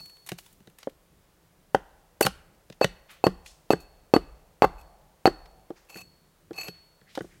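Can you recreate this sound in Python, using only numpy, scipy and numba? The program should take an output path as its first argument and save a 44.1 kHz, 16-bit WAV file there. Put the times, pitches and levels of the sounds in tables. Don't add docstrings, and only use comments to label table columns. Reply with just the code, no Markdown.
import sys
import numpy as np
from scipy import signal
from scipy.fft import rfft, irfft
from scipy.io import wavfile
from scipy.ndimage import uniform_filter1d
from numba import njit

SR = 44100
rng = np.random.default_rng(int(sys.argv[2]) if len(sys.argv) > 2 else 0)


def wav_out(sig):
    wavfile.write(sys.argv[1], SR, np.round(np.clip(np.atleast_2d(sig).T, -1, 1) * 32767).astype(np.int16))


N = 326340

# f/Hz, relative spectral level/dB
AIR_SPECTRUM = [(15, -31), (25, -1), (129, -8.5), (156, -1.5), (233, -14), (389, -11), (457, -12.5),
                (509, -12), (2120, -22.5), (2420, -24), (6050, -27.5), (6920, -27.5), (15500, -29)]
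# start/s, end/s, tearing/dB, wood rubbed/dB, steel struck/dB,
# steel rubbed/dB, steel overtones/dB, muting of the steel at the end/dB (negative: a boost)
BLADE_SLIDES = [(0.0, 0.009, -53, -47, -43.5, -97, -16, -6), (1.745, 1.753, -41.5, -42, -70, -99, -3, 20),
                (2.207, 2.218, -37, -25.5, -40.5, -65, -6.5, -3.5),
                (2.2276, 2.272, -38, -35.5, -23.5, -63.5, -8.5, 32.5),
                (2.81, 2.848, -47, -29.5, -42, -49, -2.5, 28),
                (3.241, 3.276, -47.5, -31.5, -28.5, -68, -2.5, 31.5),
                (3.705, 3.733, -43, -27, -29, -57, -2.5, 28.5), (3.799, 3.835, -58, -64, -63, -87, 3, 4),
                (4.138, 4.167, -46.5, -24, -23.5, -61.5, -6, 25.5),
                (4.626, 4.65, -45, -15.5, -32, -58, -5.5, 31.5),
                (4.783, 4.815, -60, -72, -64, -90.5, 10, 7),
                (5.258, 5.274, -55, -17.5, -31.5, -42.5, -10, 33.5),
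                (5.888, 5.943, -57.5, -56.5, -66, -82.5, 8.5, 6), (5.944, 6.019, -50, -53, -45, -70, 3, 2),
                (6.539, 6.573, -54.5, -49.5, -53, -72, -1, -9),
                (6.577, 6.626, -53, -49.5, -45, -59, 2.5, 6), (6.633, 6.661, -52, -48.5, -38, -64.5, 0, 9),
                (6.660, 6.689, -51, -46.5, -51, -63, 0, 6.5)]
# f/Hz, level/dB, free T60/s, share of the muting felt
STEEL_MODES = [(2589, -1.5, 0.062, .95), (2610, -4.5, 0.058, 1.1), (4350, -13, 0.5, 1.1),
               (4399, -1.5, 0.76, 0.68), (6220, -13.5, 0.078, 0.99), (6900, -15.5, 0.13, .9),
               (7800, -17, .15, .8), (10970, -18, 0.02, 0.796), (11630, -12.5, 0.12, .6),
               (12650, -17.5, .06, .8)]
# f/Hz, level/dB, T60/s
WOOD_MODES = [(142, 3.5, 0.1), (180.6, 4, 0.12), (269, -3.5, 0.026), (344, 3, 0.041), (428.5, 5, 0.037),
              (538.6, 5, 0.048), (618, 3.5, 0.032), (749, 5.5, 0.055), (775, 0.76, .03), (1135, 6.5, 0.029),
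              (1503, 5, 0.02), (1663, 1.7, 0.024), (1907, 3, 0.019), (2380, -0.5, 0.0061),
              (3040, -6, 0.021)]
# peak t/s, fall time/s, level/dB, centre f/Hz, bandwidth over centre
RUSTLE_SWELLS = [(0.03, 0.25, -60.5, 7923, 1.7), (0.275, 0.039, -54, 6500, 1.9),
                 (0.299, 0.03, -54, 1970, .35), (0.328, 0.011, -51, 5160, 2.1),
                 (0.389, 0.029, -50, 8000, 1.5), (0.464, 0.12, -59.5, 5705, 3.3),
                 (0.809, 0.064, -60, 4000, 1.9), (0.81, .04, -66, 2000, .45),
                 (3.112, 0.071, -50.5, 1870, 1.34), (3.115, 0.043, -56.5, 9000, 1.1),
                 (3.479, 0.077, -52, 4836, 1.2), (5.776, 0.074, -62, 1505, 1.1),
                 (5.779, 0.064, -64, 5220, 0.54), (6.76, 0.11, -63.5, 1390, 2.1),
                 (7.089, .07, -61.5, 1840, .3), (7.11, 0.1, -60.5, 3200, 0.89),
                 (7.157, 0.018, -44.5, 2470, 1.7), (7.2, 0.28, -61.5, 3500, 2.3),
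                 (7.33, .09, -64, 1940, 0.41)]
# f/Hz, level/dB, T60/s
ECHO_BANDS = [(153, -26, 0.38), (310, -29, 0.36), (574, -44, 1.7), (860, -40.5, 1.39),
              (1312.4, -31.5, 0.74), (2100, -31.5, 0.84), (3300, -26.5, 0.48), (5594, -26, 0.41),
              (9000, -28, 0.45), (13020, -34.5, 0.37)]
# t/s, body level/dB, treble level/dB
FIBRE_SNAPS = [(0.057, -47, -43.5), (0.096, -46, -45), (0.167, -50.5, -55), (0.263, -42, -33),
               (0.272, -40, -34), (0.289, -28, -27.5), (0.385, -34, -37.5), (0.4616, -44, -47),
               (0.527, -58, -47), (0.698, -57, -52), (0.785, -41.5, -39), (0.829, -34, -46),
               (0.895, -49, -52), (2.2085, -25, -12), (2.2222, -24.5, -16.5), (2.227, -24.5, -17),
               (2.253, -35.5, -23.5), (2.262, -14.5, -20), (2.7232, -42.5, -50), (3.460, -37.5, -44),
               (5.4563, -46.5, -59), (6.531, -42, -50), (7.151, -32, -43), (7.188, -38, -62),
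               (7.220, -56.5, -46.5)]
# t/s, level/dB, favoured f/Hz, low modes/dB, high modes/dB, T60 factor, crack/dB
WOOD_KNOCKS = [(0.318, -23, 256, -14.5, -13, 0.6, -23.5), (0.604, -44.5, 264, -8, -9, 0.51, -53),
               (0.673, -39.5, 374, -10, -5, 0.55, -44), (0.872, -17, 433, -33, -18.5, 0.52, -52.5),
               (1.747, -2.5, 549, -19.5, -8, 0.94, -25), (2.210, -5, 441, -25.5, -8, 0.8, -24),
               (2.251, -14, 337, -9.5, -1.5, 0.36, -21), (2.266, -9, 716, -11, 4, 0.83, -10),
               (2.700, -34, 347, -12.5, -8.5, 0.45, -39), (2.813, -7.5, 538, -31, -12.5, 0.93, -25),
               (2.844, -7.5, 439, -9.5, -1.5, 0.78, -13.5), (3.240, -4.5, 589, -19, -25, 0.58, -25.5),
               (3.267, -1, 342, -14.5, -14, 0.99, -20), (3.705, -1, 452, -28.5, -30, 0.65, -21),
               (3.733, -9, 331, -16.5, -13.5, 0.82, -30), (4.138, 2.5, 447, -30, -16, 0.49, -21.5),
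               (4.163, -2, 331, -27.5, -15.5, 1, -25.5), (4.6216, 6, 697, -29.5, -17.5, 0.32, -21),
               (4.643, -3.5, 611, -14, -12.5, 0.95, -29.5), (5.256, 5.5, 807, -29, -23.5, 0.52, -16.5),
               (5.275, -4.5, 331, -25.5, -8.5, 1, -25.5), (5.704, -24, 336, -41, -24, 0.6401, -45),
               (5.956, -36, 336, -17, -6, 0.87, -54), (6.508, -28, 353, -19.5, -17, 0.88, -50),
               (6.683, -31.5, 380, -9, -2.5, 0.84, -30), (7.013, -47.5, 336, -7.5, -1, 0.83, -52),
               (7.175, -20, 522, -27, -9, 0.7, -36), (7.207, -24, 323, -16, -7.5, 0.66, -46),
               (7.244, -34.5, 334, -22, -27.5, 0.55, -60)]

CATCH_DB, CATCH_S, CHATTER_DB, CHATTER_S = 4, 0.004, 2.5, 0.013
GRIPPED_T60_S, BEDDED_S = 0.23, 0.05
WEDGED_SHARP, WEDGED_WOBBLE = 0.012, 0.012
EARLY_DB, EARLY_T60_S, BLUR_HZ = 15, 0.12, 25
STEEL_ECHO_DB = -1
SNAP_T60_S, SNAP_RISE_S, CRACK_T60_S, CRACK_RISE_S = 0.024, 0.0015, 0.014, 0.00021
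TICKS_PER_S, TICK_DB = 2, -59
CONTACT_S, CONTACT_CYCLES, SOFTER_PER_DB = 0.00086, 0.36, 0.0626
THUD_HZ, THUD_DB, THUD_T60_S = 40.8, -47, 0.8
AIR_DB, FULL_SCALE, TOP_HZ = -62.5, 0.82, 16000


def undb(db):
    return 10 ** (np.asarray(db) / 20)


def fade(t, t60):
    return undb(-60 * t / t60)


def unit(x):
    return x / np.sqrt(np.mean(x ** 2))


def at_peak(x, db):
    return undb(db) * x / np.abs(x).max()


def band(x, hz, width_hz):
    top = width_hz / 2 + np.sqrt(hz ** 2 + width_hz ** 2 / 4)
    edges = [hz ** 2 / top, min(top, 0.48 * SR)]
    return signal.sosfilt(signal.butter(2, edges, "bandpass", fs=SR, output="sos"), x)


def add(out, s, sound):
    i = max(int(s * SR), 0)
    out[i:i + len(sound)] += sound[:N - i]


def grains(size, spread_db):
    return unit(rng.standard_normal(size) * undb(spread_db * rng.exponential(size=size)))


def smooth(x, span_s):
    return uniform_filter1d(x, int(span_s * SR))


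@njit
def ring(force, turn, keep):
    y, z = np.empty(len(force)), 0j
    for i in range(len(force)):
        z = z * turn[i] * keep[i] + force[i]
        y[i] = z.imag
    return y


def air():
    hz = np.maximum(np.arange(N // 2 + 1) * SR / N, 1)
    knot_hz, knot_db = np.array(AIR_SPECTRUM).T
    spectrum = undb(np.interp(np.log(hz), np.log(knot_hz), knot_db))
    noise = irfft(rfft(rng.standard_normal(N)) * spectrum, N)
    wander = undb(3.4 * unit(smooth(smooth(rng.standard_normal(N), 0.1), 0.1)))
    return undb(AIR_DB) * unit(noise + (wander - 1) * band(noise, 130, 400))


def steel_ring(drive, grip, mute, bend):
    out = 0
    for hz, db, t60, share in STEEL_MODES:
        damped_t60 = np.where(grip > 0, min(t60, GRIPPED_T60_S), t60)
        keep = fade(1 / SR, damped_t60) * undb(-share * mute)
        turn = np.exp(2j * np.pi * hz * bend / SR)
        group = int(hz > 3500) + int(hz > 5500)
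        out = out + undb(db) * ring(drive[group] + 1e-18, turn, keep)
    return out


def slides():
    tear, shake, grip, mute, wedged = np.zeros((5, N))
    catch, chatter = (unit(smooth(rng.standard_normal(N), s)) for s in (CATCH_S, CHATTER_S))
    roughness = unit(undb(CATCH_DB * catch + CHATTER_DB * chatter))
    drive = np.zeros((3, N))
    mute_samples = int(0.008 * SR)
    for start, end, tear_db, wood_db, struck_db, rubbed_db, high_db, mute_db in BLADE_SLIDES:
        span = end - start
        t = np.arange(int((span + 0.024) * SR)) / SR
        onset = np.minimum(1, t / (0.2 * span))
        release = fade(np.maximum(t - span, 0), t60=0.02)
        shape = onset * undb(-3.5 * t / span) * release
        force = undb(rubbed_db) * shape * grains(len(t), 0.9) * roughness[int(start * SR):][:len(t)]
        force[0] = undb(struck_db)
        for group, group_db in zip(drive, (0.71 * high_db + 1.5, 0, high_db)):
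            add(group, start, undb(group_db) * force)
        add(tear, start, undb(tear_db) * shape)
        add(shake, start, undb(wood_db) * shape)
        is_chop = mute_db > 15
        add(grip, start, np.ones(int((span + BEDDED_S * is_chop) * SR)))
        add(wedged, start, np.full(int(span * SR), float(is_chop)))
        add(mute, end - 0.001, np.full(mute_samples, mute_db / mute_samples))
    bend = 1 + wedged * (WEDGED_SHARP + WEDGED_WOBBLE * catch)
    hiss = unit(band(grains(N, 1.8), 6500, 13000)) * roughness
    rub = grains(N, 3) * np.sqrt(roughness)
    wood = unit(sum(undb(db - 5 * np.log2(hz / 550) ** 2) * band(rub, hz, 4 / t60)
                    for hz, db, t60 in WOOD_MODES))
    return tear * hiss + shake * wood, steel_ring(drive, grip, mute, bend)


def rustles():
    out = np.zeros(N)
    for peak, fall, db, hz, width in RUSTLE_SWELLS:
        rise = fall / 2
        t = np.arange(-min(rise, peak), 3 * fall, 1 / SR)
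        rising = np.cos(t / rise * np.pi / 2) ** 2
        falling = np.exp(-1.5 * (np.abs(t) / fall) ** 0.79)
        crackle = unit(band(grains(len(t), 1.8), hz, width * hz))
        add(out, peak + t[0], undb(db) * np.where(t < 0, rising, falling) * crackle)
    return out


def tree_echo(x):
    t = np.arange(int(1.2 * SR)) / SR
    early = undb(EARLY_DB) * fade(t, EARLY_T60_S)
    shape = undb(-26.5) * (1 - np.exp(-t / 0.0025)) * (1 + early)
    drift = np.cumsum(rng.standard_normal(N)) * np.sqrt(2 * np.pi * BLUR_HZ / SR)
    out = 0
    for weight in (np.cos(drift), np.sin(drift)):
        tail = sum(undb(db) * fade(t, t60) * band(rng.standard_normal(len(t)), hz, 0.46 * hz)
                   for hz, db, t60 in ECHO_BANDS)
        out = out + weight * signal.fftconvolve(x, tail * shape)[:N]
    return out


def snaps():
    out, t = np.zeros(N), np.arange(int(0.06 * SR)) / SR
    cracks = [(s, db, db - 7) for s, *_, db in WOOD_KNOCKS]
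    stray = rng.random((int(TICKS_PER_S * N / SR), 3))
    ticks = [(when * N / SR, TICK_DB - 6 * body, TICK_DB - 6 * treble) for when, body, treble in stray]
    kinds = (FIBRE_SNAPS, SNAP_T60_S, SNAP_RISE_S), (cracks + ticks, CRACK_T60_S, CRACK_RISE_S)
    for events, t60, rise in kinds:
        for s, body_db, treble_db in events:
            burst = grains(len(t), 2.8) * fade(t, t60) * (1 - np.exp(-t / rise))
            woody = at_peak(band(burst, 745, 745), body_db - 10.5)
            body = at_peak(band(band(burst, 2900, 3500), 3700, 5500), body_db)
            treble = at_peak(band(burst, 8400, 8400), treble_db)
            add(out, s, woody + body + treble)
    return out


def knocks():
    out, t = np.zeros(N), np.arange(int(0.25 * SR)) / SR
    hz, mode_db, t60 = np.array(WOOD_MODES).T[:, :, None]
    for s, db, centre_hz, low_db, high_db, t60_factor, _ in WOOD_KNOCKS:
        scatter, detune = rng.standard_normal((2, len(WOOD_MODES), 1))
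        octaves = np.log2(hz / centre_hz)
        steepness = np.where(octaves > 0, 20 - 0.52 * db, 9)
        middle_db = -np.minimum(steepness * octaves ** 2, 13 - 0.34 * db)
        colour_db = np.where(hz < 220, low_db, np.where(hz > 1300, high_db, middle_db))
        envelopes = undb(mode_db + colour_db + 2 * scatter) * fade(t, t60 * t60_factor)
        modes = envelopes * np.sin(2 * np.pi * hz * (1 + 0.037 * detune) * t)
        contact_s = min(CONTACT_S, CONTACT_CYCLES / centre_hz) * (1 - SOFTER_PER_DB * db)
        push = (1 - np.exp(-t / contact_s)) ** 2 * (1 + 4 * undb(db) * np.exp(-t / 0.0024))
        add(out, s, at_peak(-modes.sum(axis=0) * push, db))
    return signal.sosfilt(signal.butter(2, 110, "highpass", fs=SR, output="sos"), out)


def ground_thud():
    blows, t = np.zeros(N), np.arange(SR) / SR
    for s, db, *_ in WOOD_KNOCKS:
        add(blows, s, undb([0.75 * db]))
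    response = fade(t, THUD_T60_S) * (1 - np.exp(-t / 0.011))
    rumble = unit(band(band(rng.standard_normal(N), THUD_HZ, 39), THUD_HZ, 39))
    return undb(THUD_DB) * rumble * signal.fftconvolve(blows, response)[:N]


def scene():
    wood = knocks()
    tearing, steel = slides()
    near = wood + snaps() + tearing + rustles()
    echo = tree_echo(near + undb(STEEL_ECHO_DB) * steel)
    return (near + steel + echo + ground_thud() + air())[None]


def record(dry):
    lowpass = signal.ellip(10, 0.2, 70, TOP_HZ, fs=SR, output="sos")
    return signal.sosfilt(lowpass, np.clip(dry, -FULL_SCALE, FULL_SCALE))


dry = scene()
out = record(dry)
wav_out(out)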